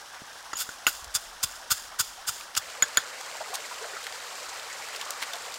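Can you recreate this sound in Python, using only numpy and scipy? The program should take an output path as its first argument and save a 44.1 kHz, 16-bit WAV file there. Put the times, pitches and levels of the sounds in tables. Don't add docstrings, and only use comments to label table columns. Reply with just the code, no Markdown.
import sys
import numpy as np
from scipy import signal
from scipy.fft import rfft, irfft
from scipy.io import wavfile

SR = 44100
rng = np.random.default_rng(int(sys.argv[2]) if len(sys.argv) > 2 else 0)


def output_pcm(signal):
    pcm = np.clip(np.atleast_2d(signal).T, -1, 1) * 32767
    wavfile.write(sys.argv[1], SR, np.round(pcm).astype(np.int16))


N = 246078

# t/s, knock level/dB, pitch of the hollow f/Hz, contact chatter f/Hz,
# chatter level/dB, pestle ring level/dB, time to the first rebound/s (0 = none)
BARE_BLOWS = [(0.532, -21, 1222, 1820, -29, -32, 0.0021), (0.5551, -33, 1390, 2980, -36.5, -30, 0.0004),
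              (0.5673, -39.5, 1400, 2970, -35.5, -26.5, 0), (.6065, -26, 1384, 2440, -44, -42, 0.0045),
              (.691, -24, 1339, 2650, -48.5, -39.5, 0.00024), (0.8673, -8, 1348, 2750, -7.5, -16.5, 0.007),
              (2.568, -16, 1469, 2890, -21, -42, 0), (2.8235, -9, 1495, 3385, -22.5, -8.5, .0074),
              (2.9717, -7, 1479, 3435, -11.5, -10.5, 0.0058)]
# t/s, level/dB, rise/s, fall/s, hollow boost/dB, treble boost/dB,
# scattering crumbs level/dB, thud level/dB
SPICE_BLOWS = [(0.616, -29, 0.0285, 0.0115, -4.5, 25.5, -46, -65.5),
               (.873, -27, 0.0028, 0.0171, -3, 32, -42.5, -55.5),
               (1.1551, -20.5, 0.00716, 0.00884, -0.5, 7.5, -46, -42),
               (1.440, -17.5, 0.00634, 0.00447, 1.5, 15.5, -43.5, -36),
               (1.716, -19, 0.00764, 0.011, 5.5, 25, -40, -36),
               (2.002, -19.5, 0.00687, 0.00873, 5, 23, -43, -38),
               (2.29, -23.5, 0.0111, 0.0073, 1.5, 14.5, -42, -41.5),
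               (2.576, -19, 0.0066, 0.00533, -0.5, 0.5, -54.5, -40.5)]
WATER_NEARS_S = 2.61
GURGLE_RISE_OCTAVES_PER_S = 6.16


def amp(db):
    return 10 ** (np.asarray(db) / 20)


def evened(x):
    return x / np.sqrt(np.mean(x ** 2) + 1e-20)


def peaked(x):
    return x / (abs(x).max() + 1e-12)


def seconds(length):
    return np.arange(int(length * SR)) / SR


def curve(rows):
    return np.interp(np.arange(N) / SR, *np.transpose(rows))


def add(mix, s, sound):
    part = mix[max(round(s * SR), 0):][:len(sound)]
    part += sound[:len(part)]


def coloured(x, points):
    f, db = np.transpose(points)
    log_f = np.log(np.fft.rfftfreq(len(x), 1 / SR) + 1)
    gain = amp(np.interp(log_f, np.log(f + 1), db))
    return evened(irfft(rfft(x) * gain, len(x)))


def drift(size, hz):
    knots = np.arange(size) * hz / SR
    return np.interp(knots, np.arange(size), rng.standard_normal(size))


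def grains(size, per_s, spread_db):
    sizes = amp(spread_db * np.minimum(rng.exponential(1, size), 4)) * rng.choice([-1, 1], size)
    return evened(sizes * (rng.random(size) < per_s / SR))


def swell(t, peak_s):
    return t / peak_s * np.exp(1 - t / peak_s)


def chance_times(start, per_s):
    draws = rng.random((64, 3))
    times = start + np.cumsum(.3 + 1.4 * draws[:, 0]) / per_s
    return np.column_stack([times, 2 * draws[:, 1:] - 1])[times < N / SR]


def bubble(hz, octaves_per_s, length):
    t = seconds(.12)
    turns = np.cumsum(hz * 2 ** (octaves_per_s * t)) / SR
    return swell(t, length / 2) * np.sin(2 * np.pi * turns)


def babble(count=48, per_s=14, cycles=6):
    out = np.zeros(N)
    for hz in np.geomspace(430, 3200, count):
        shape = bubble(hz, rng.uniform(1, 11.73), cycles / hz * rng.uniform(0.563, 1.0))
        shape = shape / np.linalg.norm(shape)
        births = grains(N, per_s * hz / 1000, spread_db=2.0)
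        out += signal.oaconvolve(births, shape)[:N] * np.sqrt(hz)
    return evened(out)


def splashes(count=7, decay_s=0.0162):
    out, puff = np.zeros(N), swell(seconds(.1), decay_s / 2)
    for hz in np.geomspace(550, 2000, count):
        size = abs(signal.oaconvolve(abs(grains(N, per_s=16, spread_db=1.8)), puff)[:N])
        band = signal.butter(2, [hz / 1.2, hz * 1.2], "band", fs=SR)
        out += size * signal.lfilter(*band, rng.standard_normal(N))
    return evened(out)


def water(bubbles_db=-6, spray_db=-5, splashes_db=-9, far_db=-45, near_db=-0.3274):
    # f/Hz, relative level/dB
    far_tone = [(190, -39.5), (330, -21), (685, -8), (860, -7), (1420, -7), (1620, -5), (1760, -9),
                (2390, -15.5), (2640, -13.5), (3480, -11.5), (4360, -10), (5480, -4.5), (7220, -8),
                (12700, -24), (16000, -25.5)]
    near_tone = [(120, -68.5), (200, -44.5), (263, -12.5), (305, -17), (440, -3.5), (538, -1), (916, 0),
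                 (1420, 1.5), (3430, -5), (4680, 2), (6050, 1.5), (7270, 4.5), (10900, -14), (14300, -15.5),
                 (16000, -22.5)]
    # t/s, level relative to near_db/dB
    near_flow = [(2.66, -41), (3.46, -39), (4.43, -39), (5.58, -39)]
    spray = grains(N, per_s=4000, spread_db=3.2) * amp(2.5 * drift(N, hz=160))
    wash = rng.standard_normal(N) * amp(1.4 * drift(N, hz=60))
    wash = coloured(wash, [(100, 3.5), (400, 3.5), (600, 0.0), (2200, -1), (3500, 4.0), (7000, -9), (10000, 0)])
    stir = wash + amp(spray_db) * spray + amp(bubbles_db) * babble() + amp(splashes_db) * splashes()
    near = np.clip((np.arange(N) / SR - WATER_NEARS_S) / 0.016 + .5, 0, 1)
    far_water = amp(far_db) * coloured(stir, far_tone)
    near_water = amp(near_db + curve(near_flow)) * coloured(stir, near_tone)
    return (1 - near) * far_water + near * near_water


def low_rumble(murmur_db=-67):
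    # f/Hz, relative level/dB
    rumble_tone = [(20, -2), (40, 9.5), (60, -0.5), (85, -12), (130, -16), (250, -12.5), (500, -33.5),
                   (2000, -70)]
    murmur_tone = [(20, -14.5), (50, -6.5), (78, -2.5), (110, -8.5), (250, -5.5), (500, -8), (2000, -54.5)]
    # t/s, level/dB
    rumble_course = [(0, -85.5), (1.05, -63.5), (1.9, -64), (2.4, -69), (3.0, -87.5), (5.58, -102)]
    rumble = amp(curve(rumble_course)) * coloured(rng.standard_normal(N), rumble_tone)
    return rumble + amp(murmur_db) * coloured(rng.standard_normal(N), murmur_tone)


def leaves(band_octaves=0.65):
    # t/s at the height, level/dB, spread of the swell/s, centre f/Hz
    rustles = [(0.151, -43.5, 0.009, 1290), (3.551, -34.5, 0.0074, 5000), (4.599, -46, 0.03, 1700),
               (4.939, -40, 0.0122, 2000), (5.001, -45, 0.028, 2300), (5.231, -36.5, 0.013, 2000),
               (5.35, -45, 0.024, 2000), (5.556, -49, 0.047, 3000)]
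    out, t = np.zeros(N), np.arange(N) / SR
    slips = grains(N, per_s=2500, spread_db=3) * amp(3 * drift(N, hz=70))
    for s, db, spread_s, hz in rustles:
        edges = [hz / 2 ** band_octaves, min(hz * 2 ** band_octaves, SR * .45)]
        band = signal.butter(1, edges, "band", fs=SR)
        envelope = np.exp(-.5 * ((t - s) / spread_s) ** 2)
        out += amp(db) * envelope * evened(signal.lfilter(*band, slips))
    return out


def mortar(hollow_hz, hollow_db=0, treble_db=0):
    # f/Hz, width/Hz, level before weighting by width/dB
    modes = [(1400, 139.7, 9.5), (2818, 57, 0), (3514, 240, 5.5), (5016, 790, 7), (6741, 865, 7.5),
             (7286, 182, 4.5), (8803, 413, 2), (12740, 1600, -26.5)]
    t = seconds(.08)
    hz, width, db = np.array(modes, float).T
    hz[0] = hollow_hz
    db[0] += hollow_db
    db[-1] += treble_db
    ringing = np.exp(-np.pi * np.outer(width, t)) * np.cos(2 * np.pi * np.outer(hz, t))
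    return (amp(db) * width) @ ringing


def knock(hollow_hz, hollow_db=10, contact_hz=3500):
    contact = signal.butter(2, min(contact_hz, SR / 3), fs=SR)
    return peaked(signal.lfilter(*contact, mortar(hollow_hz, hollow_db)))


def thud(hz, decay):
    t = seconds(.25)
    turns = np.cumsum(hz * (0.637 + 0.73 * np.exp(-t / decay))) / SR
    return peaked(np.exp(-t / decay) * (1 - np.exp(-t / 0.00055)) * np.sin(2 * np.pi * turns))


def thuds(through_db=-10, through_hz=1420, thud_growth=3.2, soft_hz=105.7, soft_s=0.00645, soft_lag_s=0.00167):
    # nominal f/Hz, decay/s, level/dB
    hard_thud = [(329, 0.00172, -16), (129.8, 0.0101, -21.5)]
    # t/s, level/dB, nominal f/Hz, decay/s
    further_thuds = [(.219, -37, 226, 0.00225), (.5325, -35.5, 391, 0.0035), (1.024, -47.5, 64.6, 0.0133),
                     (1.068, -46, 57.3, 0.0296)]
    out = np.zeros(N)
    for s, db, *_ in BARE_BLOWS:
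        for hz, decay, thud_db in hard_thud:
            add(out, s, amp(thud_db + thud_growth * db) * thud(hz, decay))
    for s, db, *_, thud_db in SPICE_BLOWS:
        add(out, s, amp(db + through_db) * knock(through_hz))
        add(out, s + soft_lag_s, amp(thud_db) * thud(soft_hz, soft_s))
    for s, db, hz, decay in further_thuds:
        add(out, s, amp(db) * thud(hz, decay))
    return out


def pestle_ring(t, rise_s=0.00201):
    # f/Hz, relative level/dB, time to fall 60 dB/s
    modes = [(6858.5, 10, 0.0287), (7033, -14.5, 0.049), (15400, -28, .014)]
    ring = sum(amp(db - 60 * t / t60) * np.sin(2 * np.pi * hz * t) for hz, db, t60 in modes)
    return peaked(ring * (1 - np.exp(-(t / rise_s) ** 2)))


def rebounds(t, db, hollow_hz, chatter, flight, count=3, share=0.69, fade_db_per_s=709):
    out = np.zeros(len(t))
    rebound = knock(hollow_hz * 1.0926, contact_hz=2300) + amp(-19.5) * chatter
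    for late in np.cumsum(flight * share ** np.arange(count)):
        add(out, late, amp(db - fade_db_per_s * late) * rebound)
    return out


def grind(t, db, hollow_hz, grind_db=-18.5, grind_s=0.0164):
    slips = grains(len(t), per_s=4600, spread_db=6.5)
    slips = signal.fftconvolve(slips, knock(hollow_hz, hollow_db=4, contact_hz=4720))[:len(t)]
    return amp(db + grind_db) * np.exp(-t / grind_s) * evened(slips)


def knocks(chatter_s=0.000674, grit_s=0.00224, grit_db=0, grit_growth=1.852):
    # f/Hz, relative level/dB
    grit_tone = [(100, -11), (600, -7), (1200, -13.5), (2100, 12), (2700, -4.5), (4200, 7), (5800, -15),
                 (8000, -20), (9200, 1.5), (12000, -4.5), (16000, -8)]
    out, t = np.zeros(N), seconds(.08)
    ring = pestle_ring(t)
    for s, db, hollow_hz, chatter_hz, chatter_db, ring_db, flight in BARE_BLOWS:
        chatter = swell(t, chatter_s) * np.sin(2 * np.pi * chatter_hz * t)
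        grit = np.exp(-t / grit_s) * coloured(rng.standard_normal(len(t)), grit_tone)
        add(out, s, amp(db) * knock(hollow_hz))
        add(out, s, amp(chatter_db) * chatter + amp(ring_db) * ring)
        add(out, s, amp(grit_db + grit_growth * db) * grit)
        if flight > 0:
            add(out, s, rebounds(seconds(.16), db, hollow_hz, chatter, flight))
            add(out, s, grind(t, db, hollow_hz))
    return out


def crunches(hollow_hz=1400, scatter_s=0.1473, lumps_db=0.5, clumps_db=1.55, low_edge_hz=950):
    out, t = np.zeros(N), seconds(.3) - .1
    for s, db, rise, fall, hollow_db, treble_db, crumbs_db, _ in SPICE_BLOWS:
        touching = np.clip(t / rise + 2.56, 0, 1)
        pressure = touching * np.exp(-.5 * (t / np.where(t < 0, rise, fall)) ** 2)
        lumps = amp(db + lumps_db * drift(len(t), hz=450))
        fractures = lumps * pressure * grains(len(t), per_s=5500, spread_db=3.4)
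        settling = (t > 0) * np.exp(-(np.maximum(t, 0) / scatter_s) ** 3)
        clumps = amp(crumbs_db + clumps_db * drift(len(t), hz=120))
        crumbs = clumps * settling * grains(len(t), per_s=7000, spread_db=4)
        crush_body = mortar(hollow_hz, hollow_db, treble_db)
        wall_body = mortar(hollow_hz, hollow_db=-12.5, treble_db=15)
        for clicks, body in (fractures, crush_body), (crumbs, wall_body):
            add(out, s + t[0], signal.fftconvolve(clicks, body / np.linalg.norm(body)))
    return signal.lfilter(*signal.butter(2, low_edge_hz, "high", fs=SR), out)


def crackles(ticks_per_s=11, tick_db=-31, tick_spread_db=4, tick_hz=3580, tick_octaves=0.646, tick_s=0.00156):
    # t/s, peak level/dB, centre f/Hz, decay/s
    snaps_and_knock = [(1.044, -27, 6400, 0.0031), (1.5563, -35.5, 6550, 0.0027),
                       (2.41, -27.5, 3120, 0.0031), (2.551, -21.5, 3470, 0.0026),
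                       (3.2105, -26.5, 4500, 0.00176), (3.555, -18, 5470, 0.0021),
                       (4.0672, -20.5, 2100, 0.0038), (4.961, -24.5, 5030, 0.0049),
                       (5.013, -22.5, 3080, 0.00314), (5.1059, -17, 6780, 0.00222),
                       (5.3344, -21, 3410, 0.00414), (5.5417, -23, 5300, 0.0023)]
    out, t = np.zeros(N), seconds(.08)
    ticks = [(s, tick_db + tick_spread_db * size, tick_hz * 2 ** (tick_octaves * pitch), tick_s)
             for s, size, pitch in chance_times(SPICE_BLOWS[-1][0], ticks_per_s)]
    for s, db, hz, decay in snaps_and_knock + ticks:
        edges = np.minimum([hz * 0.72, hz * 1.3], [SR * .4, SR * .45])
        band = signal.butter(1, edges, "band", fs=SR)
        breaks = signal.lfilter(*band, grains(len(t), per_s=15000, spread_db=0.5))
        add(out, s, amp(db) * peaked(breaks * np.exp(-t / decay)))
    return out


def gurgles(count=5, followers=0.567, random_per_s=3, random_db=-44, random_spread_db=1.5,
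            random_hz=527.7, random_octaves=0.488, random_s=.012):
    # t/s, level/dB, starting f/Hz, length/s
    timed = [(2.175, -44, 713, 0.0128), (3.405, -31, 615, 0.0077), (3.5, -42, 419.6, 0.01627),
             (3.526, -35.5, 724.5, 0.0145), (3.712, -33.5, 957, .0095), (3.809, -41.5, 414, 0.021),
             (3.84, -45, 639, .02), (3.965, -33.5, 1360, 0.0048), (5.018, -37, 1092, 0.0097),
             (5.338, -36.5, 663.7, 0.0134)]
    out = np.zeros(N)
    by_chance = [(s, random_db + random_spread_db * size, random_hz * 2 ** (random_octaves * pitch), random_s)
                 for s, size, pitch in chance_times(WATER_NEARS_S, random_per_s)]
    for s, db, hz, length in timed + by_chance:
        add(out, s, amp(db) * bubble(hz, GURGLE_RISE_OCTAVES_PER_S, length))
        for late, higher, size in rng.random((count, 3)):
            follower = bubble(hz * 1.702 ** higher, GURGLE_RISE_OCTAVES_PER_S, length / 2)
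            add(out, s + 2 * length * late, amp(db) * followers * (.5 + size) * follower)
    return out


def surroundings(x, t60=0.113, wet_db=-17):
    t = seconds(.3)
    tone = [(100, 1.0), (1500, -9.5), (4000, 0), (7000, -9.5), (16000, -0.5)]
    tail = coloured(grains(len(t), per_s=1300, spread_db=4), tone)
    tail = tail * amp(-60 * t / t60) * (t > .005)
    return amp(wet_db) * signal.oaconvolve(x, tail / np.linalg.norm(tail))[:N]


def scene():
    background = water() + low_rumble()
    close = leaves() + thuds() + knocks() + crunches() + crackles()
    return (background + close + surroundings(close) + gurgles())[None]


def record(dry, edge_hz=15900):
    rounded = dry / (1 + (dry / .5) ** 4) ** (1 / 4)
    low_pass = signal.firwin(511, edge_hz, window=("kaiser", 9), fs=SR)
    return signal.oaconvolve(rounded, low_pass[None], "same")


dry = scene()
out = record(dry)
output_pcm(out)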